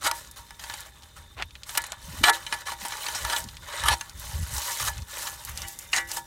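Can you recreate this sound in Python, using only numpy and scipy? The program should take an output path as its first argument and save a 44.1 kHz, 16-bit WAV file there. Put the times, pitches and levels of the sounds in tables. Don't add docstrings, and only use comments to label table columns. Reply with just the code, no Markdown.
import sys
import numpy as np
from scipy import signal
from scipy.fft import rfft, irfft
from scipy.io import wavfile
from scipy.ndimage import uniform_filter1d

SR = 44100
rng = np.random.default_rng(int(sys.argv[2]) if len(sys.argv) > 2 else 0)


def transcribe(signal):
    frames = np.atleast_2d(signal).T
    limited = np.clip(frames, -1, 1)
    pcm = np.round(limited * 32767).astype(np.int16)
    wavfile.write(sys.argv[1], SR, pcm)


N = 276058


def undb(db):
    return 10 ** (np.asarray(db) / 20)


def unit(x):
    return x / np.sqrt(np.mean(x ** 2))


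def add(track, onset_s, sound):
    start = max(0, int(onset_s * SR))
    track[start:start + len(sound)] += sound[:N - start]


def through(x, response):
    return signal.fftconvolve(x, response)[:len(x)]


def colour(x, spectrum, size=4096):
    hz, db = np.transpose(spectrum)
    log_hz = np.log(np.fft.rfftfreq(size, 1 / SR) + 1)
    log_gain = np.log(undb(np.interp(log_hz, np.log(hz), db)))
    cepstrum = irfft(log_gain)[:size // 2]
    cepstrum[1:] *= 2
    return through(x, irfft(np.exp(rfft(cepstrum, size))))


def resonate(x, hz, q):
    return signal.lfilter(*signal.iirpeak(min(hz, .4 * SR), max(q, 1), fs=SR), x)


def walk(rate_hz):
    hold = int(SR / rate_hz)
    steps = np.repeat(rng.standard_normal(N // hold + 1), hold)
    return unit(uniform_filter1d(steps, hold)[:N])


def grains(size, per_s, spread_db):
    timing, strength, polarity = rng.random((size, 3)).T
    level_db = spread_db * np.minimum(-np.log(1 - strength), 4.5)
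    return unit((timing < per_s / SR) * np.sign(polarity - .5) * undb(level_db) + 1e-12)


def stroke(length_s, edge_s):
    t = np.arange(int((length_s + 10 * edge_s) * SR)) / SR
    return (1 - np.exp(-t / edge_s)) * np.exp(-np.maximum(t - length_s + edge_s, 0) / edge_s)


def air():
    # f/Hz, level/dB
    air_spectrum = [(30, 22), (100, 14), (250, 6), (600, -1), (930, -24), (1100, -25), (1350, -13),
                    (1800, -7.5), (5000, -49), (15000, -23)]
    return unit(colour(rng.standard_normal(N), air_spectrum)) * undb(-55 + walk(2.65))


def insect(hz=3620, q=18):
    trill = resonate(resonate(rng.standard_normal(N), hz, q), hz, q)
    return unit(trill) * undb(-62.5 + 2 * walk(30))


def wind(breeze_db=-53):
    # t/s, duration/s, level/dB
    puffs = [(1.352, 0.099, -47), (2.018, .14, -43.5), (2.168, 0.075, -34.5), (3.203, .07, -36.5),
             (3.382, 0.28, -46), (3.788, .16, -36.5), (4.138, 0.17, -43), (4.32, 0.12, -35),
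             (4.466, .12, -38.5), (4.796, 0.14, -38.5), (4.939, .1, -34.5), (5.44, 0.24, -42.5)]
    # f/Hz, level/dB
    wind_spectrum = [(20, -7.5), (45, -2), (66, 4), (100, -3.5), (160, -13.5), (300, -34), (600, -33),
                     (2000, -85)]
    strength = np.full(N, undb(breeze_db))
    for onset_s, length_s, db in puffs:
        add(strength, onset_s, undb(db) * stroke(length_s, edge_s=0.011))
    gusts = rng.standard_normal(N) * strength * undb(2 * walk(23))
    return unit(colour(gusts, wind_spectrum)) * np.std(gusts)


def handling(q=2.2):
    # t/s, duration/s, level/dB, f/Hz
    thumps = [(2.075, 0.029, -41, 131), (2.126, 0.028, -43, 231), (2.203, 0.029, -36, 240),
              (2.818, 0.023, -47, 185), (3.436, 0.035, -42.5, 190), (4.398, 0.029, -50, 210),
              (4.975, 0.019, -30.5, 74)]
    out = np.zeros(N)
    for onset_s, length_s, db, hz in thumps:
        pressure = stroke(length_s, edge_s=0.0086)
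        rub = resonate(resonate(rng.standard_normal(len(pressure)), hz, q), hz, q)
        add(out, onset_s, undb(db) * pressure * unit(rub))
    return out


def scuffing():
    # t/s, duration/s, level/dB
    scuffs = [(1.365, 0.04, -40), (1.392, 0.039, -34)]
    # f/Hz, level/dB
    shoe_spectrum = [(100, -7), (350, -4.5), (900, 3.5), (1500, 2), (2200, -1), (4000, -7), (6000, -20),
                     (14000, -36)]
    out = np.zeros(N)
    for onset_s, length_s, db in scuffs:
        pressure = stroke(length_s, edge_s=0.0067)
        crunch = colour(grains(len(pressure), per_s=5000, spread_db=4.0), shoe_spectrum)
        add(out, onset_s, undb(db) * pressure * unit(crunch))
    return out


def snapping(size=1024):
    # t/s, peak level/dB, f/Hz
    snaps = [(0.274, -32.5, 6040), (0.313, -24, 9300), (0.806, -21, 9280), (1.023, -35, 3860),
             (1.034, -32.5, 3950), (1.424, -12.5, 2340), (1.508, -35, 3000), (1.554, -28, 2660),
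             (1.634, -23, 4110), (1.806, -32, 4050), (1.819, -20.5, 8440), (1.867, -22.5, 9320),
             (1.921, -22, 2820), (2.812, -30, 4260), (2.884, -17, 8400), (2.97, -20.5, 6230),
             (3.441, -20.5, 6200), (3.488, -24.5, 3620), (3.569, -26, 3550), (4.096, -24, 5220),
             (4.197, -21, 12900), (4.582, -11, 6900), (4.619, -18.5, 4400), (4.98, -24.5, 6300),
             (5.021, -29, 4500), (5.45, -14.5, 9400), (5.575, -13.5, 5970), (5.619, -17.5, 5300),
             (5.684, -16, 9400), (5.789, -17.5, 8500), (5.964, -7, 5800), (6.116, -11.5, 5840)]
    out, t = np.zeros(N), np.arange(size) / SR
    for onset_s, db, hz in snaps:
        force = 0.088 * rng.standard_normal(size) * np.exp(-t / 0.0057)
        force[0] += 1
        click = resonate(resonate(force, hz, q=1), hz, q=1)
        add(out, onset_s, undb(db) * click / np.abs(click).max())
    return out


def ringing(lifted, sustain, wash_t60_s=0.077):
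    # f/Hz, grounded level/dB, lifted level/dB, T60/s before scaling by sustain
    blade_modes = [(339, -11, -8, .42), (522, -22, -9, .35), (652, -9, -20, .12), (798, -10, -4, .35),
                   (862, -4, -12, .1), (900, -5, -10, .12), (934, 2, -5, .24), (1125, -13, -10, .14),
                   (1195, -8, -14, .1), (1328, -5, -14, .14), (1413, -5, -14, .18), (1464, -8, -14, .2),
                   (1542, -12, -6, .2), (1722, 4, -1, .21), (1895, -11, -5, .18), (1947, -3, 0, .2),
                   (2095, -9, -1, .16), (2305, -9, -4, .14), (2420, -8, -8, .1), (2750, -12, -8, .06),
                   (2942, -9, -5, .08), (3090, -8, -16, .08), (3410, -11, -16, .05), (3822, -11, -18, .07),
                   (3925, -10, -18, .07), (4128, -7, -18, .07), (5420, -11, -20, .04),
                   (6920, -13, -20, .04)]
    # f/Hz, level/dB
    plate_spectrum = [(300, -21), (600, 1), (900, -3.5), (2000, -5), (4000, -31), (8000, -1), (15000, -19)]
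    t = np.arange(SR) / SR
    modes = np.zeros(SR)
    for hz, grounded_db, lifted_db, t60_s in blade_modes:
        phase = rng.uniform(0, 2 * np.pi)
        decay = np.exp(-np.log(1000) * t / (sustain * t60_s))
        gain = undb(lifted_db if lifted else grounded_db)
        modes += gain * unit(np.sin(2 * np.pi * hz * t + phase) * decay)
    wash = colour(rng.standard_normal(SR), plate_spectrum) * np.exp(-np.log(1000) * t / wash_t60_s)
    response = unit(modes) + undb(-9.5) * unit(wash)
    return response / np.linalg.norm(response)


def blade(force, lift_s=5.5, land_s=6.14):
    # f/Hz, gain/dB
    coupling = [(300, 4.5), (650, 1.5), (930, 1.5), (1400, -3.5), (1900, -2.5), (3000, 5), (6000, 7.5)]
    push = colour(force, coupling)
    t = np.arange(N) / SR
    in_air = (t >= lift_s) & (t < land_s)
    grounded = through(push * ~in_air, ringing(lifted=False, sustain=0.76))
    lifted = through(push * in_air, ringing(lifted=True, sustain=1.27))
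    return undb(-8.5) * grounded + undb(-3.0) * lifted


def kick(hz, size=512):
    push = resonate(signal.unit_impulse(size), hz, q=1.47)
    return push / np.linalg.norm(push)


def contact(force, hz, crack_db):
    # f/Hz, level/dB
    crack_spectrum = [(100, -20.5), (350, -7.5), (550, -10.5), (800, 2), (1400, 0), (2500, -4.5),
                      (4000, -3.5), (6000, -6.5), (9500, -9.5), (15000, -27)]
    crack = colour(force, crack_spectrum)
    pings = sum(resonate(crack, ping_hz, q=45) for ping_hz in rng.uniform(2164, 13860, 5))
    stone = unit(crack) + undb(-2.5) * unit(pings)
    return unit(undb(crack_db) * stone + unit(resonate(crack, hz, q=9.0)))


def pebbles(per_s, spread_db, lo_hz, hi_hz, q, sizes=48):
    out = np.zeros(N)
    for hz in np.geomspace(lo_hz, hi_hz, sizes):
        force = grains(N, per_s / sizes, spread_db) * undb(3.2 * walk(25))
        ping, tick = resonate(force, hz, q), resonate(force, hz, q=1)
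        out += unit(ping) + undb(-3) * unit(tick)
    return unit(out)


def shoving(bite_share=0.087, release_s=0.021, trickle_db=-13, trickle_s=0.18):
    # t/s, duration/s, relative level midway/dB, swell/dB, offset for grit and leaves/dB
    shoves = [(0.008, 0.06, -32, 14.5, -7.5), (0.13, 0.14, -46.5, -11, 1), (0.358, 0.037, -41, -2, -3.5),
              (0.593, 0.22, -41, 2, -4.5), (0.814, 0.053, -51, 15, -8), (1.157, 0.012, -52, 12, -6),
              (1.661, 0.099, -42.5, 10.5, 0), (1.778, 0.16, -40.5, -4, -29), (1.998, .22, -42.5, 4, -2.5),
              (2.323, 0.024, -32.5, 9, -5), (2.383, 0.23, -40, 3, -9.5), (2.653, 0.069, -32.5, -1, -6.5),
              (2.781, 0.26, -39.5, -7, -3), (2.986, 0.39, -33, 1, -5), (3.372, 0.055, -44.5, -17, 6),
              (3.61, 0.32, -31.5, 13.5, -12.5), (3.944, 0.15, -47, -10, -2.5), (4.143, 0.41, -43.5, 4, 1),
              (4.492, 0.392, -33, 4, 0.5), (4.897, 0.083, -41, -5, -14), (5.066, 0.13, -39.5, 15, -2),
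              (5.191, .17, -40.5, -12, 1), (5.356, 0.288, -43.5, 1, -1.5), (5.665, .07, -51, -3, 10),
              (5.74, .17, -55, 0, 6), (5.91, .09, -42, 0, 2), (6.069, 0.1, -44.5, 10, 6)]
    gravel_power = np.full(N, undb(-56.5) ** 2)
    grit_power = np.full(N, undb(-60.5) ** 2)
    t = np.arange(SR) / SR
    for onset_s, length_s, db, swell_db, grit_db in shoves:
        after_s = np.maximum(t - length_s, 0)
        bite = 1 - np.exp(-t / (bite_share * length_s))
        swell = undb(swell_db * (np.minimum(t / length_s, 1) - .5))
        push = swell * np.exp(-after_s / release_s)
        trickle = undb(trickle_db) * np.exp(-after_s / trickle_s)
        effort = undb(db) * bite * np.maximum(push, trickle)
        add(gravel_power, onset_s, effort ** 2)
        add(grit_power, onset_s, (effort * undb(grit_db)) ** 2)
    return np.sqrt(gravel_power), np.sqrt(grit_power)


def sliding():
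    # f/Hz, level/dB
    gravel_spectrum = [(150, -47), (450, -2), (650, -9), (880, -1.5), (1500, 4), (2400, -2.5), (3800, 1.5),
                       (5500, -7.5), (9000, -2), (15000, -24)]
    grit_spectrum = [(400, -51), (1500, -7), (3500, -3.5), (6000, 4.5), (9500, 4), (11000, 3), (14000, 3.5),
                     (16000, -1.5)]
    gravel_gain, grit_gain = shoving()
    slip_db = 2 * walk(40) + 0.38 * walk(200)
    coarse = pebbles(per_s=6000, spread_db=4.0, lo_hz=540, hi_hz=9170, q=14.5)
    coarse *= gravel_gain * undb(slip_db)
    fine = pebbles(per_s=9700, spread_db=3.5, lo_hz=2420, hi_hz=15500, q=38)
    fine *= grit_gain * undb(0.6 * slip_db)
    gravel = unit(colour(coarse, gravel_spectrum)) * np.std(coarse)
    grit = unit(colour(fine, grit_spectrum)) * np.std(fine)
    return undb(-4.5) * gravel + undb(-1) * grit, undb(-6.0) * coarse


def grating():
    # t/s, duration/s, level/dB, contact f/Hz, crack gain/dB, blade drive gain/dB
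    grates = [(0.038, 0.044, -27, 1340, 6, -1.5), (0.06, 0.019, -24, 6500, 23, -12),
              (1.773, 0.0066, -10.5, 14400, -8.5, -19), (2.232, 0.011, -19, 3200, 14, 2.5),
              (2.244, 0.055, -22.5, 1400, 3, 2), (2.261, 0.041, -22.5, 757, -10, -11),
              (2.293, 0.011, -21, 445, 5, -8), (2.295, 0.00407, -21.5, 1700, -9, 10.5),
              (2.52, 0.031, -35, 1970, 10, -12), (3.318, 0.0205, -26.5, 1425, 11, -2),
              (3.853, 0.049, -24.5, 1220, -2.5, -11), (3.882, 0.0046, -9, 3100, -24, -21),
              (3.905, .04, -24, 910, 0, -39), (4.867, 0.018, -28, 1210, 2, -14),
              (5.929, 0.0083, -13.5, 2730, -9, -14.5), (5.93, 0.036, -25, 1900, -3, -15),
              (5.965, 0.024, -24.5, 1590, 18, -7)]
    direct, drive = np.zeros((2, N))
    for onset_s, length_s, db, hz, crack_db, drive_db in grates:
        pressure = stroke(length_s, edge_s=0.0036)
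        slips = unit(np.tanh(grains(len(pressure), per_s=9900, spread_db=1.5) / 2))
        force = slips * pressure * undb(db)
        chatter = unit(resonate(force, hz, q=7.9)) * np.std(force)
        recoil = np.linalg.norm(force) * kick(hz)
        add(direct, onset_s, contact(force, hz, crack_db) * np.std(force))
        add(drive, onset_s, undb(drive_db) * chatter)
        add(drive, onset_s + .7 * length_s, undb(drive_db) * recoil)
    return direct, drive


def knocking(size=2048, rise_s=0.00067):
    # t/s, peak level/dB, contact f/Hz, decay time/s, blade drive gain/dB
    knocks = [(0.113, -11, 930, .002, -4), (0.507, -29.5, 1480, 0.0016, -1), (0.594, -28, 3270, 0.0058, -9),
              (0.638, -26, 1490, 0.0055, -9), (0.698, -25, 1520, 0.0024, 2),
              (0.738, -22.5, 960, 0.0035, -8), (1.692, -24.5, 5500, .005, 4.5), (1.751, -22, 1400, .004, 0),
              (1.774, -18, 1680, .003, 8), (1.839, -21.5, 1900, 0.0038, -9), (1.92, -19, 650, .0015, -18),
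              (2.238, -4, 2380, 0.0053, 4), (2.296, -6, 1700, .0025, -14),
              (2.465, -27.5, 2980, 0.0061, 11.5), (2.525, -16, 1720, 0.0026, 7),
              (2.669, -28, 1960, .005, 7), (2.718, -23.5, 945, 0.0084, 3.5), (2.85, -22, 940, 0.011, -4.5),
              (2.921, -25, 2130, 0.0079, 4), (3.064, -20, 4180, 0.0049, -9),
              (3.084, -18, 1410, 0.007, -2.5), (3.148, -18, 5600, 0.02, -10),
              (3.249, -18, 1220, 0.0037, 3.5), (3.298, -18, 3190, 0.0097, 0.5),
              (3.363, -18.5, 3280, 0.009, 6), (3.837, -16.5, 1250, 0.0014, 4.5),
              (3.885, -5, 1430, 0.0014, 1.5), (4.01, -17.5, 1570, .0035, -3.5),
              (4.798, -17, 1210, 0.007, -7), (5.27, -25, 1680, 0.0061, 4), (6.169, -21, 870, 0.004, 0.5)]
    direct, drive = np.zeros((2, N))
    t = np.arange(size) / SR
    for onset_s, db, hz, decay_s, drive_db in knocks:
        crumbling = np.exp(-t / decay_s) * (1 - np.exp(-t / rise_s))
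        force = grains(size, per_s=12000, spread_db=-1.0) * crumbling
        force[0] += 1.5
        knock = contact(force, hz, crack_db=8.0)
        knock = undb(db) * knock / np.abs(knock).max()
        add(direct, onset_s, knock)
        add(drive, onset_s, undb(drive_db) * np.linalg.norm(knock) * kick(hz))
    return direct, drive


def scene():
    direct, force = np.sum([sliding(), grating(), knocking()], axis=0)
    shovel = direct + blade(force)
    return (shovel + snapping() + scuffing() + handling() + wind() + air() + insect())[None]


def record(dry, bass_cut_hz=36, top_hz=16000, ceiling=.85):
    thinned = signal.sosfilt(signal.butter(3, bass_cut_hz, "high", fs=SR, output="sos"), dry)
    rounded = ceiling * np.tanh(thinned / ceiling)
    return signal.sosfilt(signal.ellip(10, .2, 70, top_hz, fs=SR, output="sos"), rounded)


dry = scene()
out = record(dry)
transcribe(out)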